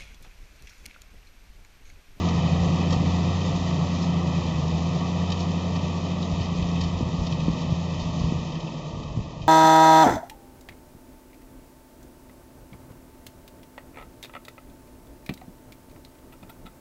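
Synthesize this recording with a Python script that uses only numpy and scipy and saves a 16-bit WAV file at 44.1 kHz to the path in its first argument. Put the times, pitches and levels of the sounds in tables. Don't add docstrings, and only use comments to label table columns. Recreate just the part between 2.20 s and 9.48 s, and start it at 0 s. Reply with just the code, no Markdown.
import sys
import numpy as np
from scipy.fft import rfft, irfft, next_fast_len
from scipy.io import wavfile
from scipy.ndimage import map_coordinates

SR = 44100
rng = np.random.default_rng(int(sys.argv[2]) if len(sys.argv) > 2 else 0)


def master_out(mix):
    frames = np.transpose(np.atleast_2d(mix))
    ceiling = np.clip(frames, -1, 1)
    pcm = np.round(ceiling * 32767).astype(np.int16)
    wavfile.write(sys.argv[1], SR, pcm)


N = 321048
CYLINDERS = 6
BOOM_FADE, ROAR_FADE, SOIL_FADE = 12.3, 4.5, 7.5
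SOIL_DB = -42.0
FACING_DB_PER_S = 0.2447

# time in seconds, level in dB.
NOTE_LEVELS = [(0, -28.5), (0.45, -27.5), (1.2, -27.5), (1.5, -31.5), (2.5, -29.5), (2.8, -33),
               (3.05, -28.5), (3.5, -30.5), (3.85, -33), (4.75, -32.5), (5.2, -36.5), (6.05, -32.5),
               (6.5, -50.5), (7.28, -55)]
# multiple of the four-stroke cycle, level in dB compared with the boom.
EXHAUST_TONES = [(8, -27), (10, -12.5), (11, -12), (12, -3), (13, -22), (14, -21), (15, -21), (16, -26),
                 (18, -16), (20, -22), (22, -26), (34, -27), (36, -30), (40, -35), (54, -29), (60, -31.5),
                 (66, -31), (78, -25.5)]
# frequency in Hz, strength in dB per Hz.
BOOM_COLOUR = [(30, -42), (80, -11), (115, -4.5), (150, 1), (180, -5.5), (215, -5), (270, -13.5),
               (380, -27.5), (700, -53.5)]
BOOM_DB, OVERTONE_DB = -24, -47.5
FREE_HZ, FULL_LOAD_HZ = 88.8, 86.5
LOAD_DB = 2
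HEAVY_S, HEAVY_LENGTH_S, HEAVY_DB = 0.73, 0.29, 2
SING_S, SING_LENGTH_S, SING_DB = 6.4, 0.23, 11


def exhaust(cycle, firing_hz):
    load = np.clip((FREE_HZ - firing_hz) / max(FREE_HZ - FULL_LOAD_HZ, 1), 0, 1)
    note_db, = curves(NOTE_LEVELS)
    boom_db = level(BOOM_DB, BOOM_FADE) + LOAD_DB * load
    boom_db = boom_db + HEAVY_DB * swell(HEAVY_S, HEAVY_LENGTH_S) + .7 * wobble(22)
    overtone_db = level(OVERTONE_DB, ROAR_FADE) + SING_DB * swell(SING_S, SING_LENGTH_S)
    note = tone(cycle, CYLINDERS, waver_db=0.8, drift=0.23)
    overtone = tone(cycle, 4 * CYLINDERS, waver_db=1, drift=0.3)
    tones = np.zeros(N)
    for order, db in EXHAUST_TONES:
        waver_db = min(order * 0.11, 3)
        drift = min((order / 32) ** 2, 1)
        tones += amp(db) * tone(cycle, round(order), waver_db, drift)
    gas = coloured(bursts(cycle, depth=0.25), BOOM_COLOUR)
    boom = tones + amp(-8.5) * gas
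    return amp(note_db) * note + amp(overtone_db) * overtone + amp(boom_db) * boom


# multiple of the four-stroke cycle, level in dB compared with the roar.
BELT_TONES = [(11.25, -1.5), (24.9, -17)]
# frequency in Hz, strength in dB per Hz.
CLATTER_COLOUR = [(800, -14), (1500, -5), (1900, 7), (2300, -0.5), (2570, 7.5), (2810, -10.5), (3050, 5.5),
                  (3400, -5.5), (3700, 1.5), (4100, -13), (5000, -9.5), (7500, -43.5)]
ROAR_DB, CLATTER_DB = -30.5, -40


def machinery(cycle):
    roar_db = level(ROAR_DB, ROAR_FADE)
    clatter_db = level(CLATTER_DB, SOIL_FADE) + FACING_DB_PER_S * np.arange(N) / SR
    knocks = sum(tone(cycle, order, waver_db=3, drift=.7) for order in range(16, 96))
    roar = roar_colour(bursts(cycle, depth=0.15) + amp(-15) * unit(knocks))
    belt = sum(amp(db) * tone(cycle, order, waver_db=1.5, drift=.4) for order, db in BELT_TONES)
    clatter = coloured(bursts(cycle, depth=0.07), CLATTER_COLOUR) * amp(1.1 * wobble(14))
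    return amp(roar_db - 1.0) * roar + amp(roar_db) * belt + amp(clatter_db) * clatter


# frequency in Hz, strength in dB per Hz.
FLANK_COLOUR = [(100, -17), (250, -4.5), (340, 2), (410, 0), (490, 2.5), (570, -1.5), (720, 4), (820, -3),
                (930, -0.5), (1050, -1.5), (1180, 1), (1400, -3), (2000, -3.5), (4000, -33.5)]
# frequency in Hz, strength in dB per Hz.
REAR_COLOUR = [(100, -21), (250, 8), (340, -2.5), (410, 2), (490, 2), (660, 4.5), (780, -4.5), (910, 4),
               (1040, -1), (1170, 3.5), (1320, -3.5), (2000, -15.5), (4000, -36)]


def roar_colour(source):
    away = np.linspace(0, 1, N)
    flank = coloured(source, FLANK_COLOUR)
    rear = coloured(source, REAR_COLOUR)
    return unit((1 - away) * flank + away * rear)


# frequency in Hz, strength in dB per Hz.
SOIL_COLOUR = [(800, -15.5), (2000, 4.5), (3500, 4.5), (4800, 2.5), (5600, 1), (6400, 0.5), (7100, -3.5),
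               (7600, -12), (8000, -30)]


def plough():
    soil_db = level(SOIL_DB, SOIL_FADE) + FACING_DB_PER_S * np.arange(N) / SR
    unevenness_db = 1.14 * wobble(25) + 0.51 * wobble(5.2)
    crumbs = rng.standard_normal(N) * amp(1.6 * wobble(500))
    return amp(soil_db + unevenness_db) * coloured(crumbs, SOIL_COLOUR)


# start in seconds, average (rms) level in dB at the top,
# centre in Hz, spread in octaves, time to the top in seconds.
LARGE_STONES = [(0.085, -35, 4400, .45, .004), (0.704, -31.5, 1500, 1.6, .006),
                (0.723, -26.5, 1150, 1.6, .008), (1.212, -38, 2800, .4, .004),
                (1.817, -40.5, 5000, .13, .006), (3.012, -40, 1850, .2, .005),
                (3.1, -33.5, 3500, .5, .0025), (3.118, -28, 3000, .85, .0035), (3.197, -38, 5200, .4, .006),
                (3.553, -33.5, 1500, 1, .006), (4.025, -37, 3700, .12, .004), (4.195, -40, 3800, .6, .02),
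                (4.421, -37, 2500, .4, .004), (4.553, -38, 2600, .2, .009), (4.606, -32.5, 3700, 1, .006),
                (4.637, -34.5, 3800, .6, .0035), (5.065, -35.5, 4300, .22, .004),
                (5.121, -35.5, 2500, .5, .005), (5.198, -38, 2500, .6, .005), (5.795, -41, 4200, .4, .012),
                (5.99, -42, 4200, .4, .005), (6.32, -42, 3700, .4, .003), (6.352, -37, 2500, .4, .004),
                (6.4, -43, 3500, .4, .004), (6.469, -39, 2550, .2, .004), (6.83, -46, 3500, .4, .004),
                (7.215, -43, 2800, .4, .006)]


def stones():
    track = np.zeros(N)
    soil_db = level(SOIL_DB, SOIL_FADE)
    for start, db, centre_hz, spread, rise in LARGE_STONES:
        add(track, start, amp(db) * scrape(centre_hz, spread, rise))
    for when, weight, pitch in rng.random(size=(45, 3)):
        db = soil_db[int(when * N)] - 7 + 5 * weight
        pebble = scrape(2400 + 3000 * pitch, spread=.4, rise=0.0046)
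        add(track, when * N / SR, amp(db) * pebble)
    return track


# frequency in Hz, width in Hz, strength in dB.
SHARE_RINGING = [(520, 160, 5), (790, 160, 3), (1170, 160, 1), (1830, 120, 2), (2570, 130, -2),
                 (3090, 150, 1), (3720, 170, -2), (4290, 200, -4), (4680, 170, -7), (5080, 180, -9),
                 (5450, 170, -8), (6350, 260, -14)]


def scrape(centre_hz, spread, rise):
    t = np.arange(SR // 8) / SR
    hz = np.fft.rfftfreq(len(t), 1 / SR)
    steel = 0
    for mode_hz, width_hz, db in SHARE_RINGING:
        closeness = np.exp(-.5 * (np.log2(mode_hz / centre_hz) / spread) ** 2)
        steel = steel + amp(db) * closeness * resonance(hz, mode_hz, width_hz)
    air = 1 / (1 + (hz / 6800) ** 6)
    pressure = t / rise * np.exp(1 - t / rise)
    grit = rng.standard_normal(len(t)) * amp(8 * rng.standard_normal(len(t)))
    ring = irfft(rfft(grit * pressure) * steel * air, len(t))
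    return unit(ring) * np.sqrt(np.mean(pressure ** 2))


def resonance(hz, centre_hz, width_hz):
    return 1j * hz * width_hz / (centre_hz ** 2 - hz ** 2 + 1j * hz * width_hz)


# start in seconds, peak in dB, pitch in Hz reached 3 ms after the start.
WIND_PUFFS = [(0.764, -15, 150), (4.126, -18, 95), (4.206, -15.5, 125), (4.424, -17, 72),
              (4.807, -16.5, 260), (4.827, -15, 130), (4.888, -19, 170), (4.988, -19, 75), (5.013, -17, 95),
              (5.282, -10.5, 215), (5.295, -17, 95), (5.524, -13, 120), (6.01, -17, 85), (6.041, -14, 90),
              (6.09, -18, 120), (6.122, -15, 220), (6.973, -14.5, 125), (6.991, -15.5, 135)]
PUFF_SWINGS, PUFF_T60_S = 14, .08


def wind():
    # frequency in Hz, strength in dB per Hz
    eddy_colour = [(10, -25.0), (25, -8.5), (42, -2.5), (100, -3.5), (180, -8.5), (350, -22.5), (1200, -51.5)]
    eddies = coloured(rng.standard_normal(N), eddy_colour)
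    track = breeze() * eddies
    t = np.arange(SR // 10) / SR
    for start, db, hz in WIND_PUFFS:
        swings = hz * 0.018 * np.log1p(t / .015)
        onset = 1 - np.exp(-t / .0006)
        decay = amp(-60 * swings / PUFF_SWINGS - 60 * t / PUFF_T60_S)
        shove = np.sin(2 * np.pi * swings) * onset * decay
        add(track, start, amp(db) * shove / np.abs(shove).max())
    return track


# time of the top in seconds, strength in dB, time constant of dying away in seconds.
BREEZE_GUSTS = [(0.41, -32, .07), (0.76, -33, 0.078), (1.38, -33, .08), (2.3, -39.5, .15),
                (2.84, -42.5, .05), (4.43, -35, .04), (4.63, -35, 0.07), (4.82, -36, .06),
                (5.03, -33.5, 0.063), (5.3, -34, .04), (5.5, -40, .04), (5.84, -35.5, .04),
                (6.04, -33, .07), (6.18, -35.5, 0.054), (6.8, -36, 0.076), (6.98, -34, .08),
                (7.22, -37, .1)]
CALM_DB, FRESH_DB, FRESHENS_S = -49, -45, 4.1
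GUST_RISE_S = 0.056


def breeze():
    t = np.arange(N) / SR
    base_db = np.interp(t, [FRESHENS_S - GUST_RISE_S, FRESHENS_S], [CALM_DB, FRESH_DB])
    strength = amp(base_db + 2.7 * wobble(7.1))
    for top, db, release in BREEZE_GUSTS:
        strength += amp(db) * np.exp(-np.maximum((top - t) / GUST_RISE_S, (t - top) / release))
    return strength


START_M, AWAY_M_PER_S = 25, 3.8
THROTTLE_BACK_S = 6.12


def level(db, fade):
    t = np.arange(N) / SR
    distance_loss = 20 * np.log10(1 + AWAY_M_PER_S * t / START_M)
    return db - distance_loss - fade * np.maximum(t - THROTTLE_BACK_S, 0)


def swell(s, length):
    return np.exp(-((np.arange(N) / SR - s) / length) ** 2)


def tone(cycle, order, waver_db, drift):
    strength = np.sqrt(2) * amp(waver_db * wobble(5))
    phase = 2 * np.pi * (order * cycle + rng.random()) + drift * wobble(7)
    return strength * np.sin(phase)


def bursts(cycle, depth):
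    return unit(rng.standard_normal(N) * (1 + depth * np.cos(2 * np.pi * CYLINDERS * cycle)))


def amp(db):
    return 10 ** (np.asarray(db) / 20)


def unit(x):
    return x / np.sqrt(np.mean(x ** 2) + 1e-20)


def curves(rows):
    s, *cols = np.transpose(rows)
    return [np.interp(np.arange(N) / SR, s, c) for c in cols]


def wobble(rate):
    points = rng.standard_normal(int(N * rate / SR) + 4)
    return map_coordinates(points, [np.arange(N) * rate / SR])


def filtered(x, response):
    size = next_fast_len(N + SR // 2)
    hz = np.fft.rfftfreq(size, 1 / SR)
    return irfft(rfft(x, size) * response(hz), size)[:N]


def coloured(x, spectrum):
    f, db = np.transpose(spectrum)
    return unit(filtered(x, lambda hz: amp(np.interp(np.log(hz + 1), np.log(f), db))))


def add(track, s, sound):
    part = track[round(s * SR):][:len(sound)]
    part += sound[:len(part)]


# time in seconds, firings per second.
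ENGINE_SPEED = [(0.0, 88), (0.15, 84.8), (0.3, 84.8), (0.47, 87), (0.95, 87.1), (1.2, 90.6), (1.35, 90.1),
                (1.5, 86.9), (1.8, 87.9), (1.95, 85.6), (2.22, 85.2), (2.42, 80.5), (2.7, 85.5), (3.05, 89),
                (3.75, 87.9), (4.22, 88.9), (4.55, 85), (4.82, 88), (5.2, 82.3), (5.5, 85.3), (5.85, 84.9),
                (6.0, 83.4), (6.35, 83), (6.68, 78.3), (7.28, 76.8)]


def scene():
    firing_hz, = curves(ENGINE_SPEED)
    cycle = np.cumsum(firing_hz) / CYLINDERS / SR
    tractor = exhaust(cycle, firing_hz) + machinery(cycle)
    return (tractor + plough() + stones() + wind())[None]


# centre in Hz, width in Hz.
DEAD_BANDS = [(1410, 198), (1603, 770), (2160, 290)]
TOP_HZ = 8050


def record(dry):
    def camera(hz):
        response = (1j * hz / (1j * hz + 22)) ** 2
        for centre, width in DEAD_BANDS:
            gap = centre * centre - hz * hz
            response = response * gap / (gap + 1j * hz * width)
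        return response * np.clip((TOP_HZ - hz) / 450, 0, 1)

    return filtered(dry[0], camera)[None]


dry = scene()
out = record(dry)
master_out(out)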